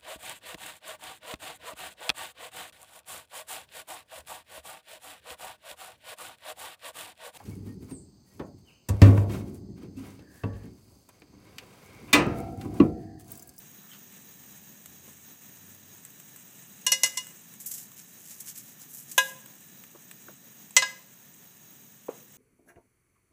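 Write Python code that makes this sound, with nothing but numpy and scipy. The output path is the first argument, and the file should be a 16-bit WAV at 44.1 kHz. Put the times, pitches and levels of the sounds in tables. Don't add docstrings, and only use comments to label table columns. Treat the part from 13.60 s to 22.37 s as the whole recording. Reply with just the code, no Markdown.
import sys
import numpy as np
from scipy import signal
from scipy.fft import rfft, irfft, next_fast_len
from scipy.io import wavfile
from scipy.ndimage import uniform_filter1d

SR = 44100
rng = np.random.default_rng(int(sys.argv[2]) if len(sys.argv) > 2 else 0)


def put_to_file(sound):
    columns = np.atleast_2d(sound).T
    safe = np.clip(columns, -1, 1)
    whole_steps = np.round(safe * 32767)
    wavfile.write(sys.argv[1], SR, whole_steps.astype(np.int16))


N = 386757

# frequency in Hz, relative density in dB per Hz.
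SPRAY = [(300, -29), (1100, -8), (2900, -6.5), (4500, -19), (6000, -20), (7800, 6), (9500, -11),
         (12000, -5), (14500, -5), (16000, -9)]


def amp(db):
    return 10 ** (np.asarray(db) / 20)


def unit(x):
    return x / np.sqrt(np.mean(x ** 2) + 1e-20)


def read(points, hz):
    f, value = np.transpose(points)
    return np.interp(np.log(hz + 1), np.log(f + 1), value)


def colour(x, points):
    size = next_fast_len(len(x), True)
    gain = amp(read(points, np.fft.rfftfreq(size, 1 / SR)))
    return irfft(rfft(x, size) * gain, size)[:len(x)]


def white(size):
    return rng.standard_normal(size) * np.sqrt(SR / 2)


def add(mix, s, sound):
    part = mix[round(s * SR):][:len(sound)]
    part += sound[:len(part)]


def arch(start, length):
    u = np.clip((np.arange(N) / SR - start) / length, 0, 1)
    return 4 * u * (1 - u)


def crackle(size, per_s, spread_db, spectrum):
    size_db = spread_db * np.minimum(rng.exponential(1, size), 3)
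    strength = amp(size_db) * rng.choice([-1, 1], size)
    snaps = strength * (rng.random(size) < per_s / SR)
    return unit(colour(snaps, spectrum))


def background(waver_db=1.0):
    # frequency in Hz, density in dB per Hz.
    floor = [(25, -116), (50, -109), (68, -105), (95, -91), (140, -81.5), (205, -80.5), (300, -89),
             (500, -95.5), (1200, -99), (1900, -100), (3700, -99), (4300, -105), (6300, -99), (10500, -105),
             (15000, -104)]
    # centre in Hz, width in Hz, density at the centre in dB per Hz.
    whines = [(1760, 160, -93), (3923, 63, -92), (5820, 200, -93.5), (6543, 153, -85), (12100, 250, -101),
              (14000, 290, -87), (14880, 190, -80.5)]
    hz = np.fft.rfftfreq(N, 1 / SR)
    power = amp(read(floor, hz)) ** 2
    for centre, width, db in whines:
        power = power + amp(db) ** 2 / (1 + ((hz - centre) / width) ** 2 * 2) ** 2
    waver = unit(irfft(rfft(white(N)) * (hz < 8), N))
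    noise = irfft(rfft(white(N)) * np.sqrt(power), N)
    return noise * amp(waver_db * waver)


def drone():
    # start in seconds, length in seconds, pitch in Hz, rms level at the top of the swell in dB.
    drones = [(.42, 0.87, 81.5, -74.5), (1.15, 0.58, 86, -67.5), (1.85, 0.61, 97, -65.5)]
    t, out = np.arange(N) / SR, np.zeros(N)
    for s, length, hz, db in drones:
        out += np.sqrt(2) * amp(db) * arch(s, length) * np.sin(2 * np.pi * hz * t)
    return out


def kitchen(x, first_echo=0.0045):
    # frequency in Hz, decay time t60 in seconds.
    decay = [(200, 1), (1000, 0.59), (3000, 0.46), (7000, 0.41), (14000, 0.38)]
    taps = rng.choice([-1., 1.], SR // 2) * (rng.random(SR // 2) < 4000 / SR)
    taps *= np.arange(len(taps)) / SR > first_echo
    hz, t, z = signal.stft(taps, SR, nperseg=256)
    fade = amp(-60 * t / read(decay, hz)[:, None])
    tail = signal.istft(z * fade, SR, nperseg=256)[1]
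    return signal.fftconvolve(x, tail / np.linalg.norm(tail))[:N]


def scuffs():
    # start in seconds, length in seconds, centre in Hz, width in Hz, rms level before the swell in dB.
    handling = [(0.211, 0.1, 1250, 500, -64), (0.29, 0.093, 3070, 250, -56.5),
                (0.298, 0.1, 1300, 2000, -57.5), (0.477, 0.17, 2130, 1400, -63.5)]
    out = np.zeros(N)
    for s, length, hz, width_hz, db in handling:
        size, r = int(length * SR), np.exp(-np.pi * width_hz / SR)
        grains = white(size) * (rng.random(size) < 1500 / SR)
        rub = signal.lfilter([1, 0, -1], [1, -2 * r * np.cos(2 * np.pi * hz / SR), r * r], grains)
        add(out, s, amp(db) * unit(rub) * np.hanning(size) ** .5)
    return out


def knocks():
    # start in seconds, level in dB, resonance in Hz, rise in seconds,
    # level of the rattle against the knock in dB, decay time t60 of the rattle in seconds.
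    bumps = [(1.478, -47.5, 444, 0.0018, 0.5, 0.052), (6.349, -45, 370, 0.0024, -1, 0.1),
             (6.684, -35.5, 1440, 0.0011, -11.5, 0.095), (6.693, -53.5, 415, 0.00078, 4, 0.074),
             (8.484, -30.5, 825, 0.00094, -10, .18), (8.4855, -36.5, 300, 0.0028, -13, 0.1),
             (8.4879, -21, 480, 0.0029, -25, 0.27)]
    # frequency in Hz, relative density in dB per Hz.
    dull = [(80, -27), (250, 12.5), (900, 8.5), (1400, 2), (1900, -7), (2700, -8), (5000, -26)]
    out, t = np.zeros(N), np.arange(SR // 4) / SR
    for s, db, hz, rise, rattle_db, rattle_t60 in bumps:
        swell = (t / rise * np.exp(1 - t / rise)) ** 2
        body = swell * np.sin(2 * np.pi * hz * t)
        rattle_fade = amp(rattle_db - 60 * t / rattle_t60) * (1 - np.exp(-t / rise))
        rattle = unit(colour(white(len(t)), dull)) * rattle_fade
        add(out, s, amp(db) * (body + rattle))
    return out


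def oil(simmer_db=-59, flare_t60=2.5, burst_t60=.09, puff_db=2.5):
    # start in seconds, length in seconds, level added at the top in dB.
    simmers = [(.78, 0.27, -58.5), (1.42, 0.18, -55), (2.498, 0.97, -59)]
    # start in seconds, first level of the livelier fizz in dB, first level of the burst in dB.
    flares = [(3.461, -51, -29), (5.601, -58, -35)]
    # frequency in Hz, relative density in dB per Hz.
    hiss = [(500, -18), (2900, -7), (4500, -33.5), (6300, -3.5), (8000, -1), (9600, -8.5), (12000, -15.5),
            (16000, -10)]
    t = np.arange(N) / SR
    power = np.full(N, amp(simmer_db) ** 2)
    for s, length, db in simmers:
        power += (amp(db) * arch(s, length)) ** 2
    bursts, short = np.zeros(N), t[:SR // 4]
    for s, flare_db, burst_db in flares:
        add(power, s, amp(flare_db - 60 * t / flare_t60) ** 2)
        burst_fade = amp(burst_db - 60 * short / burst_t60)
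        add(bursts, s, unit(colour(white(len(short)), SPRAY)) * burst_fade)
    puffs = unit(signal.oaconvolve(white(N), np.hanning(1300), "same"))
    steam = unit(crackle(N, 3000, 2.7, hiss) * amp(puff_db * np.clip(puffs, -2, 2)))
    return steam * np.sqrt(power) + bursts


def pops(snap_db=7.0, snap_t60=0.012, spray_db=-5, spray_t60=0.068, tick_t60=0.022,
         tick_low_hz=900, tick_high_hz=3200, small_per_s=3, small_db=-61.5):
    # start in seconds, level in dB (snap and spray are set against it),
    # first level of the tick on the pan in dB.
    bubbles = [(1.259, -44, -53), (2.148, -52, -58), (2.451, -45, -58), (2.600, -47.5, -62),
               (2.761, -46.5, -64), (3.669, -45.5, -69), (3.939, -49.5, -62), (4.318, -50, -53),
               (5.860, -46.5, -51), (6.238, -52, -45.5), (6.513, -45, -40.5), (7.108, -45.5, -50)]
    out, t = np.zeros(N), np.arange(SR // 8) / SR
    fade = amp(snap_db - 60 * t / snap_t60) + amp(spray_db - 60 * t / spray_t60)
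    band = signal.butter(2, [tick_low_hz, tick_high_hz], "band", fs=SR, output="sos")
    for s, db, tick_db in bubbles:
        tick = unit(signal.sosfilt(band, white(len(t)))) * amp(tick_db - 60 * t / tick_t60)
        burst = unit(colour(white(len(t)), SPRAY)) * amp(db) * fade
        add(out, s, burst + tick)
    small = (rng.random(N) < small_per_s / SR) * amp(small_db) * rng.random(N)
    return out + unit(colour(white(N), SPRAY)) * signal.oaconvolve(small, fade)[:N]


def skin(brightness):
    # frequency in Hz, relative density before the tilt in dB per Hz.
    papery = [(500, -36), (1500, -16), (2800, -11), (4300, -11.5), (6000, 0), (7400, 4), (9300, -2),
              (12000, 0), (14300, 0), (16000, -2)]
    return [(hz, db + brightness * np.log2(hz / papery[0][0])) for hz, db in papery]


def chillies(snaps_per_s=1300, spread_db=1.5, clump_db=2.0, crinkle_db=1.5, crinkle_rise=0.0018):
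    # start in seconds, length in seconds,
    # rms level before the swell in dB, brightness in dB per octave.
    rubs = [(4.06, 0.22, -43, 1.5), (4.359, 0.07, -46.5, -2.5), (4.418, 0.19, -55, 0),
            (4.558, 0.3, -47.5, 0), (4.686, 0.062, -47.5, -2.5), (4.837, 0.1, -41.5, -2),
            (4.94, 0.085, -43.5, -2), (5.01, 0.14, -50.5, 0), (5.195, 0.055, -46.5, -1.5),
            (5.27, 0.19, -42.5, 4), (5.466, 0.12, -46, -1), (5.58, .17, -42.5, 1)]
    # start in seconds, relative level in dB (crinkle_db is added),
    # decay time t60 in seconds, brightness in dB per octave.
    crinkles = [(3.999, -39, 0.18, 1.5), (4.059, -29.5, 0.18, 4.5), (4.112, -29, 0.085, 0.5),
                (4.135, -34, 0.15, 1.5), (4.178, -37, 0.12, -1.5), (4.802, -33, 0.081, 2),
                (4.883, -29.5, 0.025, -1.5), (4.896, -35, 0.027, -1), (4.975, -36, 0.086, 2),
                (5.382, -36, 0.043, 2), (5.514, -30, 0.053, -0.5)]
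    out = np.zeros(N)
    for s, length, db, brightness in rubs:
        size = int(length * SR)
        clumps = unit(uniform_filter1d(white(size), size=200))
        snaps = crackle(size, snaps_per_s, spread_db, skin(brightness))
        rub = unit(snaps * amp(clump_db * clumps))
        add(out, s, amp(db) * rub * np.sin(np.linspace(0, np.pi, size)))
    t = np.arange(SR // 4) / SR
    for s, db, t60, brightness in crinkles:
        snaps = crackle(len(t), 9000, 2.2, skin(brightness))
        fade = amp(db + crinkle_db - 60 * t / t60) * (1 - np.exp(-t / crinkle_rise))
        add(out, s, snaps * fade)
    return out


def landings(crack_db=-2.5, crack_t60=0.056, buzz_db=-27, buzz_t60=0.18, ring_db=-1, ring_rise=0.003,
             crack_rise=0.0012, clang_db=-17, clang_width_hz=85, clang_from_hz=4500, tick_db=-2.0, tick_t60=0.014):
    pan_hz = [530, 1012, 1642, 2038, 2538, 2875, 3460, 3802, 3972, 4311, 5050, 5312, 5535, 5867, 5990, 6401,
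              6600, 6735, 7066, 7208, 7440, 8003, 8089, 8690, 9890, 10075, 11240]
    # decay time t60 in seconds, relative level in dB under a clove, a chilli, the bark's tip, its side.
    pan_modes = [(0.42, -44.5, -30, -29.5, -58), (0.13, -28.5, -11, -19, -21.5),
                 (0.13, -24, -7.5, -29, -18), (.13, -22.5, -23, -8, -44), (0.15, -34, -20, -17, -36.5),
                 (0.17, -17, -18, -15, -24.5), (0.12, -29, -24, -44, -42), (0.18, -32.5, -26, -51, -30.5),
                 (0.18, -59, -31, -23.5, -48), (0.14, -28, -51, -17.5, -40), (0.21, -32.5, -35, -29.5, -32),
                 (0.11, -26.5, -48, -42, -30), (0.14, -29, -49, -49, -52), (0.13, -21.5, -29, -31, -45),
                 (0.11, -30, -32, -26, -43), (0.05, -31, -21, -42, -37), (.15, -38, -46, -35.5, -34),
                 (0.13, -24, -33, -42, -38), (0.082, -29, -26.5, -29.5, -41), (0.086, -21.5, -43, -30, -39),
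                 (.14, -42, -39, -50, -50), (0.1, -24, -44, -20.5, -50), (0.19, -35, -34, -33.5, -50),
                 (0.13, -31, -60.5, -34, -55), (0.058, -27.5, -43, -26, -58), (0.058, -28.5, -45, -32, -58),
                 (0.073, -28, -52, -49.5, -66)]
    spices = ["clove", "chilli", "bark tip", "bark side"]
    # frequency in Hz, relative density in dB per Hz for each of the spices.
    contacts = [(100, -84, -88, -91, -92), (332, -91, -79, -85.5, -77), (596, -58.5, -49, -51.5, -56),
                (1420, -66, -64, -53, -54.5), (2050, -60, -60, -53, -58), (3260, -57, -45, -41, -55.5),
                (4530, -60, -62, -55.5, -56.5), (6100, -46.5, -53.5, -37, -68), (8160, -61, -66, -51, -64),
                (9040, -61, -52, -52, -76), (9650, -64, -56.5, -65.5, -85), (12400, -59, -57.5, -55, -79),
                (15000, -69, -63, -70.5, -79)]
    spot_hz = [530, 1010, 1640, 2040, 2900, 5000]
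    # start in seconds, spice, force in dB, extra level in dB at each of spot_hz.
    strikes = [(3.2654, "clove", -4.5, 2, 5.5, -3, -5, 4, 0.43),
               (3.3187, "clove", 0, 5.5, -7, -7, 4, -1.5, 0.91),
               (3.4334, "clove", 0.5, 1.5, -4.5, -7, 3.5, -4, 0.3),
               (3.5721, "clove", -10.5, -14, 6.5, -13, 2, 0.5, 0.81),
               (5.5789, "chilli", 2, -2, -4.5, -4.5, -2, -4.5, 0.1),
               (7.1655, "bark tip", 1.5, -5, -4, -3.5, -1, -8.5, 0),
               (7.2218, "bark side", 1, -12, -2.5, -1.5, 11, -2.5, 0)]
    out, t = np.zeros(N), np.arange(SR // 2) / SR
    hz, bins = np.array(pan_hz), np.fft.rfftfreq(len(t), 1 / SR)
    t60, *mode_db = np.transpose(pan_modes)
    crack_hz, *contact_db = np.transpose(contacts)
    clusters = 1 / (1 + ((bins - hz[:, None]) / clang_width_hz) ** 2) ** 2
    clusters = clusters / (1 + (clang_from_hz / hz[:, None]) ** 4)
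    fade = amp(crack_db - 60 * t / crack_t60) + amp(buzz_db - 60 * t / buzz_t60)
    fade = fade * (1 - np.exp(-t / crack_rise))
    for s, spice, force_db, *spot_db in strikes:
        k = spices.index(spice)
        level = mode_db[k] + np.interp(hz, spot_hz, spot_db) + ring_db
        swing = np.sin(2 * np.pi * (hz[:, None] * t + rng.random((len(hz), 1))))
        modes = amp(level[:, None] - 60 * t / t60[:, None]) * swing
        ring = modes.sum(0) * (1 - np.exp(-t / ring_rise))
        contact = np.c_[crack_hz, contact_db[k]]
        power = amp(read(contact, bins)) ** 2 + amp(level + clang_db) ** 2 @ clusters
        crack = irfft(rfft(white(len(t))) * np.sqrt(power), len(t)) * fade
        tick = np.diff(colour(white(len(t)), contact), prepend=0) * amp(tick_db - 60 * t / tick_t60)
        add(out, s, amp(force_db) * (ring + crack + tick))
    return out


def scene(pan_room_db=-16.0, knock_room_db=-21, knock_low_hz=110):
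    pan = landings() + oil() + pops() + chillies()
    low_cut = signal.butter(2, knock_low_hz, "high", fs=SR, output="sos")
    bumps = signal.sosfilt(low_cut, knocks() + scuffs())
    room = kitchen(amp(pan_room_db) * pan + amp(knock_room_db) * bumps)
    return (pan + bumps + room + background() + drone())[None]


def record(dry, threshold_db=-19, squeeze=0.18, drift_db_per_s=0.6, ceiling=.88, edge_hz=15300):
    power = signal.lfilter([1 / 300], [1, 1 / 300 - 1], dry[0] ** 2)
    power_db = 10 * np.log10(abs(power) + 1e-12)
    drift = np.arange(N) / SR * drift_db_per_s
    held_db = np.maximum.accumulate(power_db - drift) + drift
    over_db = np.maximum(held_db - threshold_db, 0)
    ducked = dry * amp(-squeeze * over_db)
    rounded = ducked / (1 + (ducked / ceiling) ** 6) ** (1 / 6)
    top_cut = signal.firwin(301, edge_hz, window=("kaiser", 8), fs=SR)
    return signal.oaconvolve(rounded, top_cut[None], "same")


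dry = scene()
out = record(dry)
put_to_file(out)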